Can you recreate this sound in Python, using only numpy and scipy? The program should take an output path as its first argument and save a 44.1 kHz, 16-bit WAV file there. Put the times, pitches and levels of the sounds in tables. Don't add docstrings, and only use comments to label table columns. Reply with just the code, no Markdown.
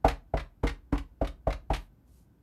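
import sys
import numpy as np
from scipy import signal
from scipy.fft import rfft, irfft
from scipy.io import wavfile
from scipy.ndimage import uniform_filter1d

SR = 44100
rng = np.random.default_rng(int(sys.argv[2]) if len(sys.argv) > 2 else 0)


def gain_from_db(level_db):
    decades = np.asarray(level_db, float) / 20
    return 10 ** decades


def to_wav(sig):
    pcm = np.clip(np.atleast_2d(sig), -1, 1) * 32767
    pcm = np.round(pcm).astype(np.int16)
    wavfile.write(sys.argv[1], SR, pcm.T)


N = 106854

# start in seconds, knock level in dB, knock centre in Hz,
# thud of legs and frame in dB, boom of the table top in dB.
TAPS = [
    (.045, -8.5, 749.6, -15, -19),
    (.337, -17, 677, -19, -28),
    (.633, -27, 907, -16.5, -26.5),
    (0.924, -34, 834, -17.5, -24.5),
    (1.213, -15.5, 623, -18.5, -29.5),
    (1.470, -14.5, 650, -18, -32.5),
    (1.7014, -18, 759, -18, -28.5),
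]
# case ringing in dB, hard edge in dB, slap in dB.
LANDINGS = [(-53, -29, -27), (-73.5, -30.5, -41), (-68, -31, -33.5), (-64, -34, -33.5), (-64, -42, -39),
            (-59.5, -35, -37), (-58.5, -35.5, -35.5)]
# frequency in Hz, level in dB, t60 in seconds, sense (+1 or -1).
LEG_MODES = [(43.1, -5.5, 0.33, -1), (65.3, -1.15, 0.11, 1)]
# frequency in Hz, level in dB, t60 in seconds, sense (+1 or -1).
FRAME_MODES = [(104.5, -13, 0.056, 1), (142.9, -12.5, 0.15, 1), (190.6, -12.5, 0.074, -1)]
# frequency in Hz, level in dB, t60 in seconds, sense (+1 or -1).
TOP_MODES = [(248.6, -2, 0.044, 1), (286.4, -2, 0.096, -1), (320.4, -3.5, 0.071, 1),
             (383.4, -12.5, 0.21, 1), (427.4, -9, .07, -1), (471.7, -8, 0.13, -1)]
# frequency in Hz, level in dB, t60 in seconds, sense (+1 or -1).
CASE_MODES = [(559.2, -3.5, 0.1307, 1), (608, -7.5, 0.097, -1), (647, -2, .07, -1), (685, -8.5, 0.11, 1),
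              (740.7, -7, .06, -1), (908, -12, .05, -1), (968, -6, 0.11, 1), (1090, 0.5, 0.036, -1),
              (1110, -8, 0.038, 1), (1172, -16.5, 0.017, -1), (1318, -12.5, 0.064, 1),
              (1450, -10.5, 0.046, -1), (2020, -16.5, .035, 1), (2264, -16, 0.021, -1)]
# frequency in Hz, level in dB per Hz.
SLAP_SPECTRUM = [(300, -24), (600, -5.5), (1200, -3.5), (1900, -14.5), (2600, -21), (4400, -30.5),
                 (8000, -37), (14000, -42)]
# start in seconds, level in dB, length in seconds,
# brightness in dB per octave.
RATTLES = [(.080, -28.5, 0.0064, 1.06), (0.097, -40.5, 0.016, -2.5), (0.369, -33.5, 0.0096, -3.6),
           (0.393, -41, 0.012, -1.8), (0.668, -31.5, 0.0097, -0.54), (0.69, -39.5, 0.008, 0),
           (0.954, -39.5, 0.0038, -8), (0.977, -38, 0.0064, 0.6), (1.244, -40.5, 0.0092, -2.5),
           (1.271, -39, 0.0045, 1.9), (1.502, -34.5, 0.004, -2.5), (1.525, -35.5, 0.0047, -0.2),
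           (1.732, -33.5, 0.018, 0.64), (1.759, -43, 0.0082, 2.7)]
# frequency in Hz, level in dB per Hz.
RATTLE_SPECTRUM = [(500, -28.5), (1000, -1), (1400, -3.5), (2150, -1.5), (2900, -7), (4000, -8),
                   (6000, -20), (11300, -26.5), (14500, -37)]
# centre in seconds, rise in seconds, fall in seconds, level in dB,
# tilt in dB per octave.
STROKES = [
    (1.822, 0.034, 0.034, -68, 7),
    (2.081, .008, .04, -75.5, -3),
    (2.174, .05, .045, -69.5, -2),
]
# frequency in Hz, level in dB per Hz.
BRUSH_SPECTRUM = [(1180, -41), (2000, -17), (3030, -13), (3570, -17), (3880, -11), (8390, -6),
                  (14500, -4.5)]
# frequency in Hz, level in dB per Hz.
FLOOR_SPECTRUM = [(20, -35), (60, -2), (90, -7.5), (310, -17), (420, -27), (800, -31.5), (2200, -46),
                  (10000, -63.5), (12500, -48)]

TOP_LAG_S = 0.0026
LEG_CONTACT_HZ, TABLE_CONTACT_HZ, EDGE_CONTACT_HZ = 400, 1300, 3800
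NUDGE_S, NUDGE_DB = 2.098, -56
KNOCK_S = 0.0071
SLAP_T60_S, SLAP_RISE_S = 0.14, 0.0079
RATTLE_PER_S, RATTLE_SPREAD_DB, RATTLE_CYCLES = 30000, 2.6, 21
RATTLE_RISE_S, RATTLE_FALL_S = 0.00251, 0.0075
ROOM_T60_S, ROOM_HIGH_T60_S, WALL_CUT_HZ, FIRST_ECHO_S = 0.23, 0.18, 880, 0.005
ROOM_DB, THUD_ROOM_DB = -4.5, 1.5
HUM_HZ, HUM_DB, HUM_WIDTH_HZ = 59.5, -62.5, 3.7
WHINE_HZ, WHINE_DB, WHINE_WIDTH_HZ = 1520, -90.5, 120
FLOOR_DB, HISS_DB = -60.5, -87.0
MIC_CUT_HZ = 14400


def table_thud():
    s, _, _, thud_db, _ = np.transpose(TAPS)
    leg_forces = [soft(LEG_CONTACT_HZ)] * (len(s) + 1)
    legs = struck(LEG_MODES, np.r_[s, NUDGE_S], np.r_[thud_db, NUDGE_DB], leg_forces, spread_db=0.56)
    frame_forces = [soft(TABLE_CONTACT_HZ)] * len(s)
    frame = struck(FRAME_MODES, s + TOP_LAG_S, thud_db, frame_forces, spread_db=2.45)
    return legs + frame


def table_top():
    s, _, _, _, top_db = np.transpose(TAPS)
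    forces = [soft(TABLE_CONTACT_HZ)] * len(s)
    return struck(TOP_MODES, s + TOP_LAG_S, top_db, forces, spread_db=5.0)


def knock_and_case():
    s, knock_db, centre_hz, _, _ = np.transpose(TAPS)
    ring_db, edge_db, _ = np.transpose(LANDINGS)
    u = np.arange(int(KNOCK_S * SR)) / SR
    window = np.sin(np.pi * u / KNOCK_S) ** 2
    chatter = [window * np.sin(-2 * np.pi * hz * u) for hz in centre_hz]
    knock = np.zeros(N)
    for start, db, c in zip((s * SR).astype(int), knock_db, chatter):
        knock[start:start + len(c)] += gain_from_db(db) * c
    edge = np.roll(soft(EDGE_CONTACT_HZ)[:len(u)], len(u) // 3)
    forces = [gain_from_db(r) * c + gain_from_db(e) * edge for c, r, e in zip(chatter, ring_db, edge_db)]
    return knock + struck(CASE_MODES, s, 0 * s, forces, spread_db=2.5)


def slap():
    t = np.arange(N) / SR
    envelope = 0
    for tap, landing in zip(TAPS, LANDINGS):
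        since = t - tap[0]
        decay = gain_from_db(landing[2] - 60 * np.maximum(since, 0) / SLAP_T60_S)
        envelope = envelope + decay * np.clip(since / SLAP_RISE_S + 0.5, 0, 1) ** 2
    return envelope * coloured(rng.standard_normal(N), SLAP_SPECTRUM)


def struck(modes, s, db, forces, spread_db):
    out = 0
    starts = (np.asarray(s) * SR).astype(int)
    for hz, level_db, t60, sense in modes:
        drive = np.zeros(N)
        gains = gain_from_db(db + level_db + spread_db * rng.standard_normal(len(s)))
        for start, gain, force in zip(starts, gains, forces):
            drive[start:start + len(force)] = gain * force
        out = out + np.sign(sense) * ring(drive, hz, t60)
    return out


def soft(hz):
    t = np.arange(SR // 50) / SR
    force = t * np.exp(-2 * np.pi * hz * t)
    return force / force.sum()


def ring(clicks, hz, t60):
    r = gain_from_db(-60 / (t60 * SR))
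    w = 2 * np.pi * hz / SR
    return signal.lfilter([0, np.sin(w)], [1, -2 * r * np.cos(w), r * r], clicks + 1e-18)


def rattles():
    t = np.arange(N) / SR
    sizes = gain_from_db(RATTLE_SPREAD_DB * np.minimum(rng.exponential(1, N), 4))
    sizes = sizes * rng.choice([-1, 1], N) * (rng.random(N) < RATTLE_PER_S / SR)
    pitches = np.geomspace(800, 14000, num=28)
    dealt = rng.integers(0, len(pitches), N)
    bursts = []
    for s, db, length, _ in RATTLES:
        rise = np.clip((t - s) / RATTLE_RISE_S, 0, 1)
        fall = np.exp(-np.maximum(t - s - length, 0) / RATTLE_FALL_S)
        bursts.append(gain_from_db(db) * rise * fall)
    norm = np.sqrt(np.sum(gain_from_db(2 * at_hz(RATTLE_SPECTRUM, pitches)) * pitches) / len(pitches))
    out = 0
    for k, hz in enumerate(pitches):
        shape = sum(b * gain_from_db(row[3] * np.log2(hz / 2000)) for b, row in zip(bursts, RATTLES))
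        unit = np.sqrt(RATTLE_PER_S / len(pitches) * RATTLE_CYCLES / hz / 14) * hz ** -0.5 * norm * 8
        ringing = ring(sizes * shape * (dealt == k), hz, RATTLE_CYCLES / hz)
        out = out + ringing * gain_from_db(at_hz(RATTLE_SPECTRUM, hz)) / unit
    return out


def brushing():
    t = np.arange(N) / SR
    out = 0
    for s, rise, fall, db, tilt_db in STROKES:
        colour = [(hz, v + tilt_db * np.log2(hz / 8000)) for hz, v in BRUSH_SPECTRUM]
        roughness_db = 1.5 * uniform_filter1d(rng.standard_normal(N), size=100) * 10
        grain = rng.standard_normal(N) * gain_from_db(roughness_db)
        swell = np.exp(-((t - s) / np.where(t < s, rise, fall)) ** 2 / 2)
        out = out + gain_from_db(db) * swell * coloured(grain, colour)
    return out


def room(x):
    t = np.arange(SR // 2) / SR
    noise = rng.choice([-1, 1], len(t)) * np.clip(t / FIRST_ECHO_S - 1, 0, 1)
    low = signal.sosfilt(signal.butter(1, WALL_CUT_HZ, fs=SR, output="sos"), noise)
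    reply = low * gain_from_db(-60 * t / ROOM_T60_S) + (noise - low) * gain_from_db(-60 * t / ROOM_HIGH_T60_S)
    return signal.fftconvolve(x, reply / np.sqrt(SR / 50))[:N]


def hum_and_whine():
    t = np.arange(N) / SR
    hum = rms_one(np.sin(2 * np.pi * HUM_HZ * t) + 0.46 * narrow(HUM_HZ, HUM_WIDTH_HZ))
    return gain_from_db(HUM_DB) * hum + gain_from_db(WHINE_DB) * narrow(WHINE_HZ, WHINE_WIDTH_HZ)


def narrow(hz, width_hz):
    t60 = 2.2 / width_hz
    return rms_one(ring(ring(rng.standard_normal(N), hz, t60), hz, t60))


def room_floor():
    return gain_from_db(FLOOR_DB) * coloured(rng.standard_normal(N), FLOOR_SPECTRUM)


def coloured(x, spectrum):
    hz = np.maximum(np.arange(N // 2 + 1) * SR / N, 1)
    gain = gain_from_db(at_hz(spectrum, hz)) * (hz > spectrum[0][0] / 2)
    return rms_one(irfft(rfft(x) * gain, N))


def at_hz(points, hz):
    known_hz, known_db = np.transpose(points)
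    return np.interp(np.log(hz), np.log(known_hz), known_db)


def rms_one(x):
    return x / np.sqrt(np.mean(x ** 2) + 1e-20)


def scene():
    thud = table_thud()
    near = table_top() + knock_and_case() + slap() + rattles()
    echoes = gain_from_db(ROOM_DB) * room(near + gain_from_db(THUD_ROOM_DB) * thud)
    background = brushing() + hum_and_whine() + room_floor()
    return (thud + near + echoes + background)[None]


def band_limit(x):
    return signal.sosfilt(signal.butter(12, 15600, fs=SR, output="sos"), x)


def record(dry):
    cut = signal.sosfilt(signal.cheby2(10, 30, MIC_CUT_HZ, fs=SR, output="sos"), dry)
    mix = cut + gain_from_db(HISS_DB) * rng.standard_normal(dry.shape)
    return band_limit(mix)


dry = scene()
out = record(dry)
to_wav(out)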